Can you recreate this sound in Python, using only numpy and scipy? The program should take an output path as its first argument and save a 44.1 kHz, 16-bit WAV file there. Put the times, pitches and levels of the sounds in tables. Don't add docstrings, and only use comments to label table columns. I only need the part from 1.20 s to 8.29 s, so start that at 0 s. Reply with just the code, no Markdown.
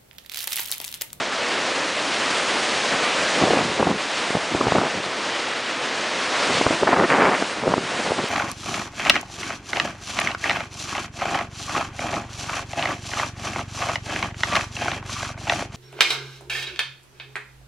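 import sys
import numpy as np
from scipy import signal
from scipy.io import wavfile
from scipy.ndimage import uniform_filter1d

SR = 44100
rng = np.random.default_rng(int(sys.argv[2]) if len(sys.argv) > 2 else 0)


def int16_out(signal):
    q = np.round(np.clip(np.atleast_2d(signal).T, -1, 1) * 32767)
    wavfile.write(sys.argv[1], SR, q.astype(np.int16))


def magnitude_from_level(level_db):
    exponent = np.asarray(level_db, float) / 20
    return 10 ** exponent


N = 312669

# (time [s], size before the swing and the port [dB], swing rate [Hz])
LARGE_EDDIES = [(2.225, -6.5, 860), (2.239, -4, 510), (2.307, -2, 440), (2.336, -3, 380), (2.374, -5, 450),
                (2.39, -6, 650), (2.427, -11, 400), (2.603, -11, 660), (2.628, 0.5, 640), (2.672, -4, 600),
                (2.714, -7.5, 600), (3.106, -9, 325), (3.153, -3, 404), (3.349, -3.5, 507),
                (3.412, -5, 330), (3.471, -2.5, 620), (3.483, -4, 520), (3.522, 3, 637), (3.554, -5, 430),
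                (3.558, -5, 1400), (3.567, -6, 400), (3.584, -6, 660), (3.637, -13, 497), (3.802, -18, 300),
                (3.868, -22, 400), (5.414, 1, 520), (5.466, 5, 780), (5.509, -5, 377), (5.633, -1, 835),
                (5.676, -2.5, 650), (5.692, -6, 440), (5.731, -1, 630), (6.118, -17, 800), (6.225, -2, 950),
                (6.373, -16, 450), (6.437, -14, 420), (6.479, -1, 390), (6.511, -18, 600), (6.54, 1, 780),
                (6.581, -5.5, 750), (6.863, -15, 650), (6.908, -7, 500), (6.984, -13, 620),
                (7.044, -21, 300)]


def evened(x):
    return x / np.sqrt(np.mean(x ** 2) + 1e-20)


def wander(t, low_hz, high_hz):
    rates = np.geomspace(low_hz, high_hz, num=30)
    return evened(sum(np.sin(2 * np.pi * (f * t + rng.random())) / np.sqrt(f) for f in rates))


def scatter(s, size, width_s, swing_hz, phase):
    step = np.arange(-350, 350)
    t = step / SR
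    bells = np.exp(-0.5 * (t / width_s[:, None]) ** 2)
    swings = bells * np.cos(2 * np.pi * swing_hz[:, None] * t + phase[:, None])
    at = np.clip(np.round(s * SR).astype(int)[:, None] + step, 0, N - 1)
    return np.bincount(at.ravel(), (size[:, None] * swings).ravel(), N)


def through_port(x):
    port_hz = 173
    return signal.sosfilt(signal.butter(2, port_hz, "high", fs=SR, output="sos"), x)


def surf():
    # (time [s], hiss level above 3 kHz before spray and flicker [dB])
    swell = [(0, -32), (.1, -31.5), (.31, -29), (.81, -30.5), (1.08, -28), (1.5, -28), (1.98, -27.5),
             (2.2, -26.5), (2.4, -29), (2.72, -34.5), (3.0, -29.5), (3.2, -32.5), (3.55, -31.5),
             (3.9, -33.5), (4.11, -31), (4.42, -33), (4.93, -30.5), (5.06, -29.5), (5.29, -26), (5.45, -28),
             (5.75, -35), (5.92, -32), (6.05, -34.5), (6.22, -31.5), (6.44, -38), (6.83, -32), (7.09, -34)]
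    # (frequency [Hz], relative power density [dB])
    spectrum = [(40, -3.5), (110, -10), (170, -10.5), (300, 0), (400, -6), (520, 0.5), (800, -3),
                (1100, -2.5), (2000, -3.5), (2800, -5.5), (4300, -9.5), (7000, -16.5), (10200, -25.5)]
    # (time [s], gain of the fizz [dB])
    spray = [(0, -3), (1.1, 1.5), (2.1, -0.3), (2.9, 0.3), (4.4, -2.5), (5.3, -0.2), (6.3, 2), (7.09, 1)]
    body_hz, spray_hz = 2280, 6500
    calm_sea_db, body_lag = -29.5, 0.17

    frames, hz = N // 128 + 5, np.fft.rfftfreq(512, 1 / SR)
    t = np.arange(frames) * 128 / SR
    real, imaginary, patches = rng.standard_normal((frames, 257, 3)).T
    patches = uniform_filter1d(patches, size=36, axis=0)
    patches = evened(uniform_filter1d(patches, size=16, axis=1))

    s, hiss_db = np.transpose(swell)
    body_db = body_lag * (calm_sea_db - hiss_db)
    f, colour_db = np.transpose(spectrum)
    colour = magnitude_from_level(np.interp(np.log(hz + 1), np.log(f + 1), colour_db))
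    colour /= np.sqrt(np.sum(colour[hz > 3000] ** 2))

    below = 1 / (1 + (hz / body_hz) ** 4)
    above = 1 - 1 / (1 + (hz / spray_hz) ** 6)
    field_db = np.interp(t, s, hiss_db) + below[:, None] * np.interp(t, s, body_db)
    field_db += above[:, None] * np.interp(t, *np.transpose(spray))
    field_db += 0.65 * patches
    field_db += 0.52 * wander(t, 5.4, 80)
    white = (real + 1j * imaginary) * np.sqrt(3 / 2)
    return signal.istft(white * colour[:, None] * magnitude_from_level(field_db), nperseg=512, noverlap=384)[1][:N]


def wind(t):
    # (start of hold [s], hold [s], roar level before clumps and swirl [dB], air speed [m/s])
    gusts = [(1.553, .06, -40, 1.4), (1.72, .04, -35, 1.6), (1.96, 0.12, -38, 1.2),
             (2.157, 0.043, -36, 4.1), (2.211, 0.083, -25, 5.6), (2.3, .12, -25.5, 5),
             (2.435, .09, -29, 3.45), (2.594, .025, -21.5, 4.7), (2.652, .075, -24, 5.3),
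             (2.744, 0.026, -30, 3.9), (3.16, 0.012, -25, 4), (3.32, 0.046, -29.5, 2.7),
             (3.392, 0.091, -28, 5), (3.54, .06, -26.5, 6.1), (3.615, 0.054, -27, 8),
             (3.766, 0.033, -29.5, 2.3), (3.868, 0.033, -38, 3.7), (5.3, 0.057, -29, 3),
             (5.363, .12, -32.5, 4.4), (5.518, 0.03, -27.5, 5.3), (5.632, 0.01, -24.5, 4),
             (5.671, 0.011, -20.5, 9.1), (5.715, .025, -20, 12.5), (5.764, 0.09, -19.5, 8.7),
             (5.906, 0.19, -18.5, 11.4), (6.124, 0.026, -20.5, 12), (6.208, 0.034, -30, 8),
             (6.347, .04, -33, 1.5), (6.435, 0.037, -25.5, 5.4), (6.495, 0.031, -23, 6.7),
             (6.559, 0.032, -30, 3.9), (6.612, 0.045, -36.5, 2.3), (6.71, 0.056, -36, 3.2),
             (6.786, 0.029, -29, 5), (6.851, .085, -32.5, 5), (6.992, 0.011, -26, 7),
             (7.04, 0.0064, -25, 3.4)]
    rise_db_per_s, fall_db_per_s = 551, 1302
    breeze_db, breeze_speed = -49.5, 2
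    start, hold, roar_db, speed = np.transpose(gusts)[:, :, None]
    early, late = np.maximum(start - t, 0), np.maximum(t - start - hold, 0)
    power = magnitude_from_level(2 * (roar_db - rise_db_per_s * early - fall_db_per_s * late))
    breeze = magnitude_from_level(2 * breeze_db)
    total = power.sum(0) + breeze
    air_speed = ((power * speed).sum(0) + breeze * breeze_speed) / total
    return np.sqrt(total), air_speed


def roar():
    eddies_per_s, full_speed = 3000, 11
    eddy_m = 0.0066
    t = np.arange(N) / SR
    coarse = t[::64]
    level, air = wind(coarse)

    draws = rng.random((round(eddies_per_s * N / SR), 5))
    speed = np.clip(np.interp(draws[:, 0] * N / SR, coarse, air), 1, 30)
    busy = np.minimum(speed / full_speed, 1) ** 1.5
    passing = draws[:, 4] < busy
    when, bigness, phase, strength, _ = draws[passing].T
    speed, busy = speed[passing], busy[passing]

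    small = np.exp(-2.1 * bigness)
    hz = np.maximum(small * speed / eddy_m, 70)
    size = small ** (0.061 + 0.5 * busy) * np.sqrt(hz / busy)
    size *= magnitude_from_level(-2.0 * np.log(1 - 0.99 * strength))
    width_s = (0.13 + 0.15 * busy) / hz
    eddies = evened(through_port(scatter(when * N / SR, size, width_s, hz, 2 * np.pi * phase)))

    calm = np.maximum(1 - 0.56 * air / full_speed, 0)
    clumps = magnitude_from_level(np.interp(t, coarse, 1.4 * calm * wander(coarse, 30, 150)))
    pop_s, pop_db, *_ = np.transpose(LARGE_EDDIES)
    still = 0 * pop_s
    swirl = scatter(pop_s, magnitude_from_level(pop_db - 15.5), 0.0021 + still, still, still)
    return eddies * (np.interp(t, coarse, level) * clumps + swirl)


def pops():
    # (time [s], size before the swing and the port [dB], swing rate [Hz],
    # bell width, as standard deviation [swings])
    flutters = [(2.283, -9, 550, 0.6), (3.413, -8.5, 1140, 1.4), (3.616, -6.5, 945, 0.35),
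                (5.627, -10.5, 454, 0.78), (6.471, -8, 450, 0.32), (6.92, -5.5, 583, .44)]
    pop_swings = 0.19
    rows = [(*row, pop_swings) for row in LARGE_EDDIES] + [*flutters]
    s, size_db, hz, swings = np.transpose(rows)
    order = np.sign(rng.random(len(s)) - 0.5) * np.pi / 2
    return scatter(s, magnitude_from_level(size_db), swings / hz, hz, order)


def scene():
    return np.tile(through_port(surf() + pops()) + roar(), (2, 1))


def roll_off(x):
    return signal.sosfilt(signal.butter(12, 10300, fs=SR, output="sos"), x)


def record(dry):
    rumble_hz, edge_hz = 37.7, 10170
    cut = signal.sosfilt(signal.butter(2, rumble_hz, "high", fs=SR, output="sos"), dry)
    soft = 0.8 * np.tanh(cut / 0.8)
    edge = signal.firwin(2047, edge_hz, window=("kaiser", 10), fs=SR)
    mix = signal.oaconvolve(soft, edge[None], "same")
    return roll_off(mix)


dry = scene()
out = record(dry)
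int16_out(out)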